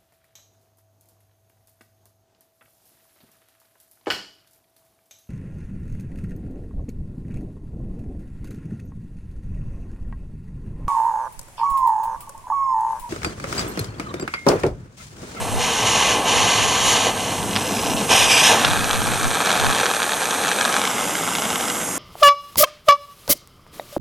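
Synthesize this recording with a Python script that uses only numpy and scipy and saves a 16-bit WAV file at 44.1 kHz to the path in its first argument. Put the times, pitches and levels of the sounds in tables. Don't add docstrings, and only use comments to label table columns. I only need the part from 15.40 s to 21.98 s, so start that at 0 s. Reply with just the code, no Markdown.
import sys
import numpy as np
from scipy import signal
from scipy.fft import rfft, irfft, next_fast_len
from scipy.io import wavfile
from scipy.ndimage import map_coordinates

SR = 44100
rng = np.random.default_rng(int(sys.argv[2]) if len(sys.argv) > 2 else 0)


def digitize_waveform(pressure):
    field = np.atleast_2d(pressure).T
    bounded = np.clip(field, -1, 1)
    quanta = np.round(bounded * 32767).astype(np.int16)
    wavfile.write(sys.argv[1], SR, quanta)


N = 290178

TIME = np.arange(N) / SR
SIZE = next_fast_len(N + 8192, real=True)
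HZ = np.maximum(np.fft.rfftfreq(SIZE, 1 / SR), 1)
GRID_HZ = np.maximum(np.fft.rfftfreq(8192, 1 / SR), 1)


# time in seconds, level in dB.
JET_LEVEL = [(0, -37.5), (1.4, -39.5), (2.4, -34), (6.58, -31.5)]
# frequency in Hz, relative level in dB.
JET_COLOUR = [(1500, 3.5), (4000, -14), (6400, 1), (8500, 1.5), (11200, -1), (12600, -7.5), (13800, -6.5),
              (15000, -35)]
# frequency in Hz, width in Hz, height in dB.
NOZZLE_PEAKS = [(6430, 220, 5), (8550, 260, 2.5), (11100, 380, 3)]
# frequency in Hz, width in Hz, height in dB.
JET_RIPPLE = [(5000, 380, -2), (7150, 300, -3), (8700, 260, 3), (9450, 260, -6), (12050, 300, -6),
              (14450, 300, -9)]
# time in seconds, frequency ratio.
SHIFT = [(0, 0.96), (1.7, 1.005), (2.4, 0.9), (2.72, 0.98), (2.83, 1), (2.95, 0.9), (3.03, 0.98),
         (3.17, 1.04), (3.6, 1.01), (4.05, 1), (4.25, 1.02), (4.92, 1.02), (5.27, 1.005), (5.6, 0.85),
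         (6.15, 0.89), (6.58, 0.85)]
# time in seconds, level in dB.
RUMBLE_LEVEL = [(0, -35), (1.8, -33), (2.55, -26), (2.85, -35), (3.3, -29.5), (4.3, -34), (4.6, -38.5),
                (5.8, -33), (6.58, -34)]
# frequency in Hz, relative level in dB.
RUMBLE_COLOUR = [(105, -22), (155, -3.5), (220, 1.5), (330, -3), (1200, -36.5)]
# frequency in Hz, width in Hz, height in dB.
TUBE = [(350, 25, -4), (480, 30, 3), (570, 25, -4), (760, 50, 2), (1410, 45, -5), (1570, 45, 4),
        (1910, 40, -6), (2050, 45, 4), (2190, 50, -3), (2430, 60, 3), (3080, 40, 3)]

# time in seconds, level in dB.
CALM_LEVEL = [(0.0, -27), (0.8, -21), (1.6, -24), (1.69, -19), (1.74, -25), (2.08, -28), (2.3, -25),
              (2.65, -24.5)]
# frequency in Hz, relative level in dB.
CALM_COLOUR = [(150, -12.5), (300, -1), (480, 3.5), (950, 5), (1400, -4), (3000, -11), (4300, -12.5),
               (6500, -24), (10000, -21.5), (15000, -43)]
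# frequency in Hz, width in Hz, height in dB.
GRAZE_RIPPLE = [(1425, 113, -4.5), (2980, 210, 6), (5020, 206, -10), (6680, 700, 4.5), (8070, 410, -8),
                (9900, 320, 5)]
# centre in seconds, half-width in seconds, level in dB.
TICK_SPELLS = [(1.87, 0.1, -40), (2.45, 0.32, -30)]
TICK_REST_DB = -36
# frequency in Hz, relative level in dB.
TICK_COLOUR = [(400, -20), (1700, -4), (3000, 9.5), (5200, 9.5), (7500, -3), (14000, -21)]

# time in seconds, level in dB.
DRONE_LEVEL = [(0, -34), (3.88, -36), (4.0, -51), (4.28, -36), (4.7, -62), (5.3, -67), (6.2, -46),
               (6.58, -58)]
# frequency in Hz, relative level in dB.
DRONE_COLOUR = [(20, -39), (50, -6.5), (85, -10), (104, 4.5), (130, -5), (250, -12), (600, -36.5)]
# centre in seconds, level in dB.
GUSTS = [(0.0, -26), (0.169, -23), (1.0, -28), (1.24, -32), (1.459, -31), (2.03, -43), (2.52, -33),
         (2.829, -29), (3.3, -25), (3.42, -25), (3.57, -22.5), (3.72, -25), (3.87, -20.5), (4.269, -19.5)]
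# frequency in Hz, relative level in dB.
BUFFET_COLOUR = [(15, 1), (35, -12), (80, 1), (150, -8), (400, -29), (1000, -59)]
GUST_WIDTH_S = 0.057
GUST_ALIKE_DB = -15.5
BETWEEN_GUSTS_DB = -10

# start in seconds, end in seconds, rush level in dB.
GRAZES = [(0.225, 0.43, -26.5), (0.48, 0.73, -23), (0.9, 1.24, -22.5), (1.3, 1.42, -23.5),
          (1.47, 1.57, -22), (1.6, 1.66, -24), (1.8, 1.94, -33)]
# frequency in Hz, relative level in dB.
GRAZE_COLOUR = [(200, -19), (450, -10.5), (750, -6), (1050, 4.5), (1400, -3.5), (3000, -3.5), (4300, -4.5),
                (6500, -6.5), (9800, -15.5), (15000, -39)]
GRAZE_ATTACK_S, GRAZE_RELEASE_S = 0.044, 0.048
# centre in seconds, half-width in seconds, level in dB.
SIZZLE_SWELL = (1.49, 0.08, -21)
# frequency in Hz, relative level in dB.
SIZZLE_COLOUR = [(3000, -8), (6000, 0), (10000, -7), (15000, -28)]

# time in seconds, level in dB.
SPITS = [(1.982, -21), (2.029, -21), (2.134, -22), (2.156, -15), (2.163, -9), (2.170, -13), (2.173, -19),
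         (2.436, -21), (3.2488, -2.5), (3.257, -15), (3.268, -15)]
# frequency in Hz, relative level in dB.
SPIT_COLOUR = [(300, -10), (1100, 4), (2000, 1), (3400, 3.5), (5700, -6), (7500, -31), (14000, -41)]

# start in seconds, end in seconds, rush level in dB.
PASSES = [(2.715, 2.832, -18), (2.913, 2.996, -18), (3.041, 3.082, -16.5)]
# frequency in Hz, relative level in dB.
FULL_COLOUR = [(500, -32), (1300, -7.5), (1650, 0), (2450, 5.5), (3300, 2), (4200, 0.5), (6400, -1),
               (8500, -5.5), (11000, -9.5), (13500, -22), (15000, -33)]
# frequency in Hz, width in Hz, height in dB.
FULL_RIPPLE = [(2190, 180, -7), (4520, 330, -11), (5360, 300, 0.5), (7540, 300, -12), (10150, 320, -10),
               (12700, 300, -9)]
# frequency in Hz, relative level in dB.
WHOOSH_COLOUR = [(200, -14), (450, -5), (750, -1), (1000, 1), (1400, -12.5), (2500, -43)]
PASS_ATTACK_S, PASS_RELEASE_S = 0.022, 0.091
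WHOOSH_DB, EDGE_LIFT_DB, EDGE_WIDTH_S, EXIT_LAG_S = -24, 6, 0.053, 0.052

# time in seconds, level in dB.
FLUTTER_LEVEL = [(3.1, -22.5), (3.6, -26.5), (4.55, -27), (4.8, -27), (5.45, -27.5), (5.65, -29.5),
                 (6.28, -30.5), (6.42, -34), (6.58, -38)]
# centre in seconds, half-width in seconds, lift in dB.
FLARES = [(4.1, 0.14, 5), (4.41, 0.2, 3.5), (5.25, 0.28, 3.5)]
# frequency in Hz, relative level in dB.
FREE_COLOUR = [(120, -32), (250, -7), (450, -1), (780, 0), (1100, -0.5), (1700, -2), (2200, 0.5),
               (3600, -6.5), (6000, -12), (12000, -78)]
# frequency in Hz, relative level in dB.
SPUTTER_COLOUR = [(200, -21), (600, 1.5), (1500, 4), (2200, 1), (3600, -1), (6000, -8.5), (8000, -10),
                  (14000, -30)]
# frequency in Hz, width in Hz, height in dB.
FREE_RIPPLE = [(1550, 153, 0), (2027, 130, -10.5), (2240, 45, -2.5), (2800, 190, -7), (3600, 123, 0),
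               (4950, 380, -7.5)]
# frequency in Hz, width in Hz, height in dB.
FREE_TUBE = [(318, 26, -6.5), (470, 25, 4.5), (797, 63, 3.5), (1255, 28, 4), (1615, 51, 4)]
REFILL_S, REFILL_SPREAD, PUFF_SPREAD_DB = 0.0075, 0.35, 4.0
PUFF_RISE_S, PUFF_FALL_S = 0.0004, 0.0007
# time in seconds, relative level in dB.
POPS = [(3.333, -13.0), (3.443, -13.5), (3.51, -11.0), (3.531, -15.0), (3.618, -15.5), (3.671, -15.5),
        (3.834, -15.5), (3.844, -15.0), (3.912, -13.5), (4.059, -11.0), (4.069, -13.5), (4.104, -11.0),
        (4.115, -11.0), (4.197, -13.5), (4.266, -13.0), (4.348, -13.0), (4.384, -13.5), (4.399, -12.5),
        (4.41, -13.5), (4.457, -9.5), (4.464, -13.0), (4.513, -14.0), (4.537, -14.0), (4.547, -12.0),
        (4.602, -13.5), (4.619, -14.0), (4.629, -15.0), (4.693, -13.5), (4.72, -13.5), (4.733, -14.5),
        (4.818, -13.5), (4.83, -16.0), (4.855, -13.0), (4.908, -14.5), (4.947, -12.5), (5.038, -14.5),
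        (5.08, -12.5), (5.088, -14.0), (5.115, -13.0), (5.211, -11.0), (5.251, -10.0), (5.257, -11.5),
        (5.326, -16.0), (5.341, -15.5), (5.365, -10.0), (5.416, -13.5), (5.452, -13.0), (5.473, -15.5),
        (5.753, -16.5), (5.876, -15.5), (5.952, -14.5), (5.984, -16.0), (6.021, -16.5), (6.053, -16.5),
        (6.103, -14.5), (6.157, -15.0), (6.209, -14.0), (6.283, -17.0), (6.3, -12.5)]
# frequency in Hz, relative level in dB.
POP_COLOUR = [(200, -24), (700, -3), (1500, 3), (3700, -3.5), (6000, -6.5), (13000, -32)]

# frequency in Hz, relative level in dB.
SCATTER_COLOUR = [(300, -19), (1200, 14.5), (2500, 0.5), (5000, -29), (9000, 6.5), (14000, 8.5)]
# frequency in Hz, left minus right in dB.
PORT_BALANCE = [(1200, .5), (2700, -0.5), (6400, 0), (8500, -7.5), (10000, -4.5), (12000, 5), (14000, -1.5)]
# frequency in Hz, lead of the left in radians.
PORT_PHASE = [(1200, 0.059), (1750, -0.89), (2150, 0.27), (4600, -0.23), (7800, -0.64), (9200, 1),
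              (11300, 0.73), (13500, -0.014)]
CUTOFF_HZ = 15100


def from_db(db):
    return 10 ** (np.asarray(db) / 20)


def rms_one(x):
    return x / np.sqrt(np.mean(x ** 2) + 1e-20)


def at_hz(points, hz=GRID_HZ):
    points_hz, value = np.transpose(points)
    return np.interp(np.log(hz), np.log(points_hz), value)


def bumps(ripple):
    return sum(height * np.exp(-.5 * ((GRID_HZ - hz) / width) ** 2) for hz, width, height in ripple)


def white():
    return rng.standard_normal(N)


def drift(rate):
    smooth = rfft(rng.standard_normal(SIZE)) / (1 + (HZ / rate) ** 2)
    return rms_one(irfft(smooth, SIZE)[:N])


def gain_curve(rows):
    s, db = np.transpose(rows)
    outside = np.abs(TIME - np.clip(TIME, s[0], s[-1]))
    return from_db(np.interp(TIME, s, db) - 200 * outside)


def swell(s, width_s):
    return np.exp(-((TIME - s) / width_s) ** 2)


def held(start, end, attack_s, release_s):
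    early, late = np.maximum(start - TIME, 0), np.maximum(TIME - end, 0)
    return np.exp(-(early / attack_s) ** 2 - late / release_s)


def contacts(rows, attack_s, release_s):
    return np.max([from_db(db) * held(start, end, attack_s, release_s) for start, end, db in rows], axis=0)


def colour(x, db):
    cepstrum = irfft(np.log(rms_one(from_db(db))))
    half = len(cepstrum) // 2
    cepstrum[1:half] *= 2
    cepstrum[half + 1:] = 0
    return signal.oaconvolve(x, irfft(np.exp(rfft(cepstrum))))[:N]


def slide():
    return np.cumsum(np.interp(TIME, *np.transpose(SHIFT)))


def moving(x, ripple, echo_s=0.00087, echo_db=0.12):
    comb = echo_db * np.cos(2 * np.pi * GRID_HZ * echo_s)
    carved = colour(x, bumps(ripple) - comb)
    return map_coordinates(carved, [slide()], order=3, mode="mirror")


def radiated(x, spectrum, ripple, resonances=TUBE):
    return rms_one(colour(moving(x, ripple), at_hz(spectrum) + bumps(resonances)))


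def eddies(rough_db, rough_rate, sway_db):
    return white() * from_db(rough_db * drift(rough_rate) + sway_db * drift(20))


def kicks_at(events):
    s, db = np.transpose(events)
    kicks = np.zeros(N)
    kicks[np.round(s * SR).astype(int)] = from_db(db)
    return kicks


def bursts(kicks, tail_s, snap_db):
    keep = np.exp(-2 / (tail_s * SR))
    power = signal.lfilter([(1 - keep) ** 2], [1, -2 * keep, keep ** 2], kicks ** 2 + 1e-18)
    return from_db(snap_db) * kicks + np.sqrt(np.abs(power)) * white()


def puffs(kicks, snap_db):
    t = np.arange(-256, 257) / SR
    shape = np.exp(np.minimum(t / PUFF_RISE_S, -t / PUFF_FALL_S))
    power = signal.oaconvolve(kicks ** 2, shape, "same")
    return from_db(snap_db) * kicks + np.sqrt(np.abs(power)) * white()


def jet_hiss():
    return colour(moving(white(), JET_RIPPLE), at_hz(JET_COLOUR) + bumps(NOZZLE_PEAKS))


def burner():
    hiss = gain_curve(JET_LEVEL) * from_db(4.0) * jet_hiss()
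    rumble = colour(white(), at_hz(RUMBLE_COLOUR) + bumps(TUBE))
    return hiss + gain_curve(RUMBLE_LEVEL) * from_db(-0.5) * rumble


def scattered_hiss():
    return gain_curve(JET_LEVEL) * from_db(-9) * np.array([jet_hiss(), jet_hiss()])


def calm_roar():
    flow = eddies(rough_db=1.5, rough_rate=79, sway_db=0.9)
    return gain_curve(CALM_LEVEL) * from_db(-1.0) * radiated(flow, CALM_COLOUR, GRAZE_RIPPLE)


def crackle(per_s, spread_db, clump_db):
    born = rng.random(N) < per_s * from_db(clump_db * drift(25)) / SR
    sizes = from_db(spread_db * np.minimum(rng.exponential(1, N), 2))
    return bursts(born * sizes, tail_s=0.00029, snap_db=-6.5)


def ticking():
    calm = held(0, PASSES[0][0], PASS_ATTACK_S, PASS_RELEASE_S)
    spells = sum(from_db(db) * swell(s, width) for s, width, db in TICK_SPELLS)
    gain = calm * (from_db(TICK_REST_DB) + spells)
    pockets = crackle(per_s=410, spread_db=1.0, clump_db=-0.5)
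    return gain * from_db(-3.5) * radiated(pockets, TICK_COLOUR, GRAZE_RIPPLE)


def breeze():
    wind = gain_curve(DRONE_LEVEL)
    gusts = wind * from_db(BETWEEN_GUSTS_DB) + sum(from_db(db) * swell(s, GUST_WIDTH_S) for s, db in GUSTS)
    drone = wind * from_db(-0.5) * colour(white(), at_hz(DRONE_COLOUR))
    buffet = gusts * from_db(-1.0 + 0.79 * drift(9.1)) * colour(white(), at_hz(BUFFET_COLOUR))
    shared = gusts * from_db(GUST_ALIKE_DB) * colour(white(), at_hz(BUFFET_COLOUR))
    return drone + shared + buffet * [[1], [-1]]


def grazing_rush():
    flow = eddies(rough_db=1.2, rough_rate=1300, sway_db=0.46)
    gain = contacts(GRAZES, GRAZE_ATTACK_S, GRAZE_RELEASE_S) * from_db(4.5)
    return gain * radiated(flow, GRAZE_COLOUR, GRAZE_RIPPLE)


def sizzle():
    s, width_s, db = SIZZLE_SWELL
    return from_db(db) * swell(s, width_s) * radiated(white(), SIZZLE_COLOUR, GRAZE_RIPPLE)


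def flux():
    kicks = kicks_at(SPITS)
    snaps = from_db(-3.5) * puffs(kicks, snap_db=17)
    tails = from_db(5.0) * bursts(kicks, tail_s=0.003, snap_db=-20.0)
    return colour(snaps + tails, at_hz(SPIT_COLOUR))


def whoosh_gain():
    enter, leave = PASSES[0][0], PASSES[-1][1] + EXIT_LAG_S
    at_edge = swell(enter, EDGE_WIDTH_S) + swell(leave, EDGE_WIDTH_S)
    return from_db(WHOOSH_DB + EDGE_LIFT_DB * at_edge) * held(enter, leave, PASS_ATTACK_S, PASS_RELEASE_S)


def full_rush():
    blast = eddies(rough_db=0.6, rough_rate=150, sway_db=0.73)
    gain = contacts(PASSES, PASS_ATTACK_S, PASS_RELEASE_S) * from_db(4.0)
    rush = gain * radiated(blast, FULL_COLOUR, FULL_RIPPLE)
    whoosh = whoosh_gain() * from_db(1.5) * colour(blast, at_hz(WHOOSH_COLOUR) + bumps(TUBE))
    return rush + whoosh


def sputtering(count=900):
    wait, size = rng.standard_normal((count, 2)).T
    s = FLUTTER_LEVEL[0][0] + np.cumsum(REFILL_S * np.exp(REFILL_SPREAD * wait))
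    clear = np.abs(s[:, None] - np.array(POPS)[:, 0]).min(axis=1) > REFILL_S * 2 / 3
    rows = np.transpose([s, PUFF_SPREAD_DB * np.minimum(size, .5)])
    return puffs(kicks_at(rows[clear & (s < TIME[-1])]), snap_db=8)


def free_flame():
    flow = eddies(rough_db=2.0, rough_rate=342, sway_db=0.75)
    roar = radiated(flow, FREE_COLOUR, FREE_RIPPLE, FREE_TUBE)
    sputter = radiated(sputtering(), SPUTTER_COLOUR, FREE_RIPPLE, FREE_TUBE)
    flare_db = sum(db * swell(s, width) for s, width, db in FLARES)
    flutter = gain_curve(FLUTTER_LEVEL) * from_db(flare_db)
    return flutter * (from_db(0.3) * roar + from_db(-4.0) * sputter)


def pops():
    s, db = np.transpose(POPS)
    kick_s = np.interp(s + 2 * PUFF_RISE_S, TIME, slide()) / SR
    kicks = kicks_at(np.transpose([kick_s, db]))
    cracks = moving(puffs(kicks, snap_db=16), FREE_RIPPLE)
    return from_db(-0.5) * colour(cracks, at_hz(POP_COLOUR) + bumps(FREE_TUBE))


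def ports(x):
    half = from_db(at_hz(PORT_BALANCE, HZ) / 2) * np.exp(.5j * at_hz(PORT_PHASE, HZ))
    return irfft(rfft(x, SIZE) * np.array([half, 1 / half]), SIZE)[:, :N]


def yard(x, decay_s):
    t = TIME[:SR // 8]
    tail = rng.standard_normal((2, len(t))) * np.exp(-t / decay_s) * np.sqrt(2 / (decay_s * SR))
    return signal.oaconvolve(colour(x, at_hz(SCATTER_COLOUR))[None], tail, axes=1)[:, :N]


def scene():
    on_work = calm_roar() + ticking() + grazing_rush() + sizzle() + full_rush()
    torch = burner() + on_work + flux() + free_flame() + pops()
    torch = signal.sosfilt(signal.butter(2, 95, "high", fs=SR, output="sos"), torch)
    return ports(torch) + from_db(-19.0) * yard(torch, decay_s=0.019) + scattered_hiss() + breeze()


def record(dry):
    low_pass = signal.ellip(10, .1, 90, CUTOFF_HZ, fs=SR, output="sos")
    return signal.sosfilt(low_pass, np.clip(dry, -1, 1))


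dry = scene()
out = record(dry)
digitize_waveform(out)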